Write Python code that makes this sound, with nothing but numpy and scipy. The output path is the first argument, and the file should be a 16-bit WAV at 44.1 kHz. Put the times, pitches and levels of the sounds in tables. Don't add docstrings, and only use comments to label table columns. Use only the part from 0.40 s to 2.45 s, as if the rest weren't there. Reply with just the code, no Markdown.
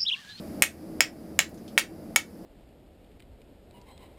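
import sys
import numpy as np
from scipy import signal
from scipy.fft import rfft, irfft
from scipy.io import wavfile
from scipy.ndimage import uniform_filter1d

SR = 44100
rng = np.random.default_rng(int(sys.argv[2]) if len(sys.argv) > 2 else 0)


def generate_wav(signal):
    frames = np.transpose(np.atleast_2d(signal))
    scaled = np.clip(frames, -1, 1) * 32767
    pcm = np.round(scaled).astype(np.int16)
    wavfile.write(sys.argv[1], SR, pcm)


N = 90404



def amp(db):
    return 10 ** (np.asarray(db) / 20)


def decay(t, t60):
    return np.exp(-np.log(1000) * t / t60)


def band(x, hz, width):
    edges = [hz / width, min(hz * width, SR / 2.1)]
    return signal.sosfilt(signal.butter(2, edges, "band", fs=SR, output="sos"), x)


def low_cut(x, hz):
    return signal.sosfilt(signal.butter(2, hz, "high", fs=SR, output="sos"), x)


def add(out, start_s, sound):
    i = int(start_s * SR)
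    out[i:i + len(sound)] += sound[:N - i]


def walk(rate):
    hold = int(SR / rate)
    steps = np.repeat(rng.standard_normal(N // hold + 1), hold)
    return uniform_filter1d(uniform_filter1d(steps, hold), hold)[:N]


# frequency in Hz, relative density in dB per Hz.
BACKGROUND_SPECTRUM = [(18, -68.5), (30, -0.5), (50, -23.5), (80, -3), (121, -15), (154, -7.5), (220, -2.5),
                       (270, -8), (322, 0), (360, -10.5), (420, -12), (531, -13.5), (640, -13), (999, -30),
                       (2090, -36.5), (3300, -44.5), (4200, -43), (4900, -35.5), (6000, -45.5), (9000, -45),
                       (10600, -39), (11500, -40.5), (12500, -42.5), (15300, -44), (15900, -71),
                       (16300, -84)]
# time in seconds, level in dB.
RUMBLE_LEVEL = [(0., -38), (.07, -38.5), (.19, -35), (.32, -38.5), (.56, -34.5), (0.699, -35.5),
                (.92, -36.5), (1.1, -34), (1.2, -36), (1.35, -36.5), (1.59, -35), (1.719, -35.5),
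                (1.85, -37), (2.05, -35)]
HISS_DB = -53.5
FLICKER_DB, FLICKER_RATE_HZ = 0.785, 15.86


def background():
    f = np.fft.rfftfreq(N, 1 / SR) + 1
    hz, db = np.array(BACKGROUND_SPECTRUM).T
    shape = amp(np.interp(np.log(f), np.log(hz), db))
    spectrum = rfft(rng.standard_normal(N)) * shape
    hiss = irfft(spectrum * (f > 1000), N)
    rumble = np.zeros(N)
    for low, high in [(1, 125), (125, 250), (250, 500), (500, 1000)]:
        part = irfft(spectrum * (f > low) * (f <= high), N)
        rumble += part * amp(FLICKER_DB * walk(FLICKER_RATE_HZ))
    swell = amp(np.interp(np.arange(N) / SR, *np.array(RUMBLE_LEVEL).T))
    return amp(HISS_DB) * hiss / np.std(hiss) + swell * rumble / np.std(rumble)


MODE_SCATTER_DB = 0.85


def ring(modes, t):
    hz, db, t60 = np.array(modes).T[:, :, None]
    db = db + MODE_SCATTER_DB * rng.standard_normal(db.shape)
    return np.sum(amp(db) * np.sin(2 * np.pi * hz * t) * decay(t, t60), axis=0) / 2


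# start in seconds, crack level in dB, crack pitch
# in Hz, stone ring in relative dB, steel ring in relative dB, scrape level in dB before band-passing.
STEEL_ON_STONE = [(0.2226, 5.5, 2600, -4.5, 1, 4.5), (0.2222, -8, 3190, -9.5, -26, 1),
                  (.2300, -13.5, 2400, -11, -16, -12), (.2380, -6.5, 2400, -11, -18, -10.5),
                  (.6065, 3.5, 2440, 0, 3.5, 2), (0.6184, -7.5, 2500, -69, -30, -33),
                  (0.9907, 0.3, 2910, -13, -3.5, 0.5), (0.9924, -8.5, 2750, -1, -27, -6),
                  (1.0033, -3, 2770, -16, -31, -29), (1.3780, 1, 2484, 0, -6, -2),
                  (1.3802, 0, 2340, -13.5, -32, -6.5), (1.3835, -39, 3000, -14, 1.5, -1),
                  (1.387, -40, 3000, -11, 5, -27), (1.3948, -10, 2560, -40, -0.5, -7),
                  (1.7608, -0.5, 2600, -7, 2, -0.5), (1.7617, -3, 3400, -10, -12, -9),
                  (1.7630, -12, 2950, -1, -7, -4), (1.7671, -14, 2400, -28, -15, -27)]
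# frequency in Hz, relative level in dB, t60 in seconds.
STONE_MODES = [(977, -13, 0.012), (1598, -46, 0.045), (1948, -1.5, .03), (2251, 4.3, 0.021),
               (2520, 5.5, 0.0083), (2930, -2, 0.0098)]
# frequency in Hz, t60 in seconds.
STEEL_MODES = [(5200, 0.017), (6715, 0.052), (7450, 0.013), (8540, 0.014), (9900, 0.014), (11450, .016),
               (13200, .018), (14950, .016)]
# blow time in seconds, then the relative
# level in dB of each steel mode in turn.
STEEL_MODES_PER_BLOW = [(.2223, -2, -18, 0.5, 5.5, -10, -5, -5, -8),
                        (.6065, 2.5, -7.5, 2.5, -11, -6, -7, -24, -32),
                        (.9909, -0.5, -1, 7.5, -10, -36, -23, -1, -4),
                        (1.3780, -13, -16.5, -48, -27, -13, -19, -19, -16),
                        (1.7608, 2, -7, 5.5, 0.5, -2, -8, -9, -21)]
CRACK_LOW_HZ = 1390
TICK_DB, TICK_T60_S = -9.5, 0.002
SCRAPE_T60_S, STONE_LOW_HZ = 0.0082, 450


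def strikes():
    stone, steel = np.zeros(N), np.zeros(N)
    t = np.arange(SR // 12) / SR
    for start_s, crack_db, hz, stone_db, steel_db, scrape_db in STEEL_ON_STONE:
        blow = min(STEEL_MODES_PER_BLOW, key=lambda row: abs(row[0] - start_s))
        steel_modes = [(f, db, t60) for (f, t60), db in zip(STEEL_MODES, blow[1:])]
        tick_noise, scrape_noise = rng.standard_normal((2, len(t)))
        one_cycle = np.sin(2 * np.pi * hz * t) * (t < 1 / hz)
        crack = low_cut(one_cycle, CRACK_LOW_HZ)
        tick = amp(TICK_DB) * band(tick_noise, 15000, 1.35) * decay(t, TICK_T60_S)
        scrape = amp(scrape_db) * band(scrape_noise, 4600, 2.18) * decay(t, SCRAPE_T60_S)
        add(stone, start_s, amp(crack_db) * (crack + tick) + scrape)
        add(stone, start_s, amp(stone_db) * ring(STONE_MODES, t))
        add(steel, start_s, amp(steel_db) * ring(steel_modes, t))
    return low_cut(stone, STONE_LOW_HZ), steel


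# centre in Hz, relative level in dB, t60 in seconds.
ROOM_BANDS = [(700, -17, 0.11), (1296, -22, 0.19), (2590, -17, .14), (5200, -9, 0.15), (11200, -10.5, 0.15)]
ROOM_DB, ROOM_GAP_S, ROOM_BUILD_S = -29, 0.003, 0.001


def room(x):
    t = np.arange(SR // 3) / SR
    echoes = np.zeros(len(t))
    for hz, db, t60 in ROOM_BANDS:
        noise = band(rng.standard_normal(len(t)), hz, np.sqrt(2))
        noise /= np.sqrt(hz / SR)
        echoes += amp(db) * noise * decay(t, t60)
    echoes *= 1 - np.exp(-t / ROOM_BUILD_S)
    echoes = np.concatenate([np.zeros(int(ROOM_GAP_S * SR)), echoes])
    return amp(ROOM_DB) * signal.fftconvolve(x, echoes)[:N]


# start in seconds, tick level in relative dB, tick pitch in Hz,
# hiss level in dB before band-passing.
GRIT_LANDINGS = [(1.092, -56, 12500, -46), (1.143, -54, 5470, -44), (1.177, -51, 4930, -59.5),
                 (1.279, -43, 4000, -48)]
GRIT_T60_S = 0.05


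def grit():
    out = np.zeros(N)
    t = np.arange(SR // 15) / SR
    for start_s, tick_db, hz, hiss_db in GRIT_LANDINGS:
        tick_noise, hiss_noise = rng.standard_normal((2, len(t))) * decay(t, GRIT_T60_S)
        tick = 3 * band(band(tick_noise, hz, 1.6), hz, 1.6)
        hiss = band(band(hiss_noise, 8500, 1.5), 8500, 1.5)
        add(out, start_s, amp(tick_db) * tick + amp(hiss_db) * hiss)
    return out


STEEL_SEND_DB = -8


def scene():
    stone, steel = strikes()
    stone_and_grit = stone + grit()
    tail = room(stone_and_grit + amp(STEEL_SEND_DB) * steel)
    return (stone_and_grit + steel + tail + background())[None]


def heard_db(x, seconds):
    keep = np.exp(-1 / (seconds * SR))
    power = signal.lfilter([1 - keep], [1, -keep], x ** 2)
    return 10 * np.log10(power + 1e-12)


def duck(level_db, knee_db, slope):
    return (1 + amp(level_db - knee_db)) ** -slope


AGC_ATTACK_S, AGC_KNEE_DB, AGC_SLOPE = 0.01, -27, 0.27
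AGC_LEVEL_FALL_DB_S = 57
AGC_MEMORY_S, AGC_MEMORY_KNEE_DB, AGC_MEMORY_SLOPE = 2.9, -32.5, 0.37
MIC_LOW_HZ, TOP_HZ = 45.4, 16400


def record(dry):
    fall_db = AGC_LEVEL_FALL_DB_S * np.arange(N) / SR
    held_db = np.maximum.accumulate(heard_db(dry[0], AGC_ATTACK_S) + fall_db) - fall_db
    gain = duck(held_db, AGC_KNEE_DB, AGC_SLOPE)
    gain *= duck(heard_db(dry[0], AGC_MEMORY_S), AGC_MEMORY_KNEE_DB, AGC_MEMORY_SLOPE)
    clipped = np.clip(low_cut(dry * gain, MIC_LOW_HZ), -1, 1)
    return signal.sosfilt(signal.ellip(10, 0.2, 70, TOP_HZ, fs=SR, output="sos"), clipped)


dry = scene()
out = record(dry)
generate_wav(out)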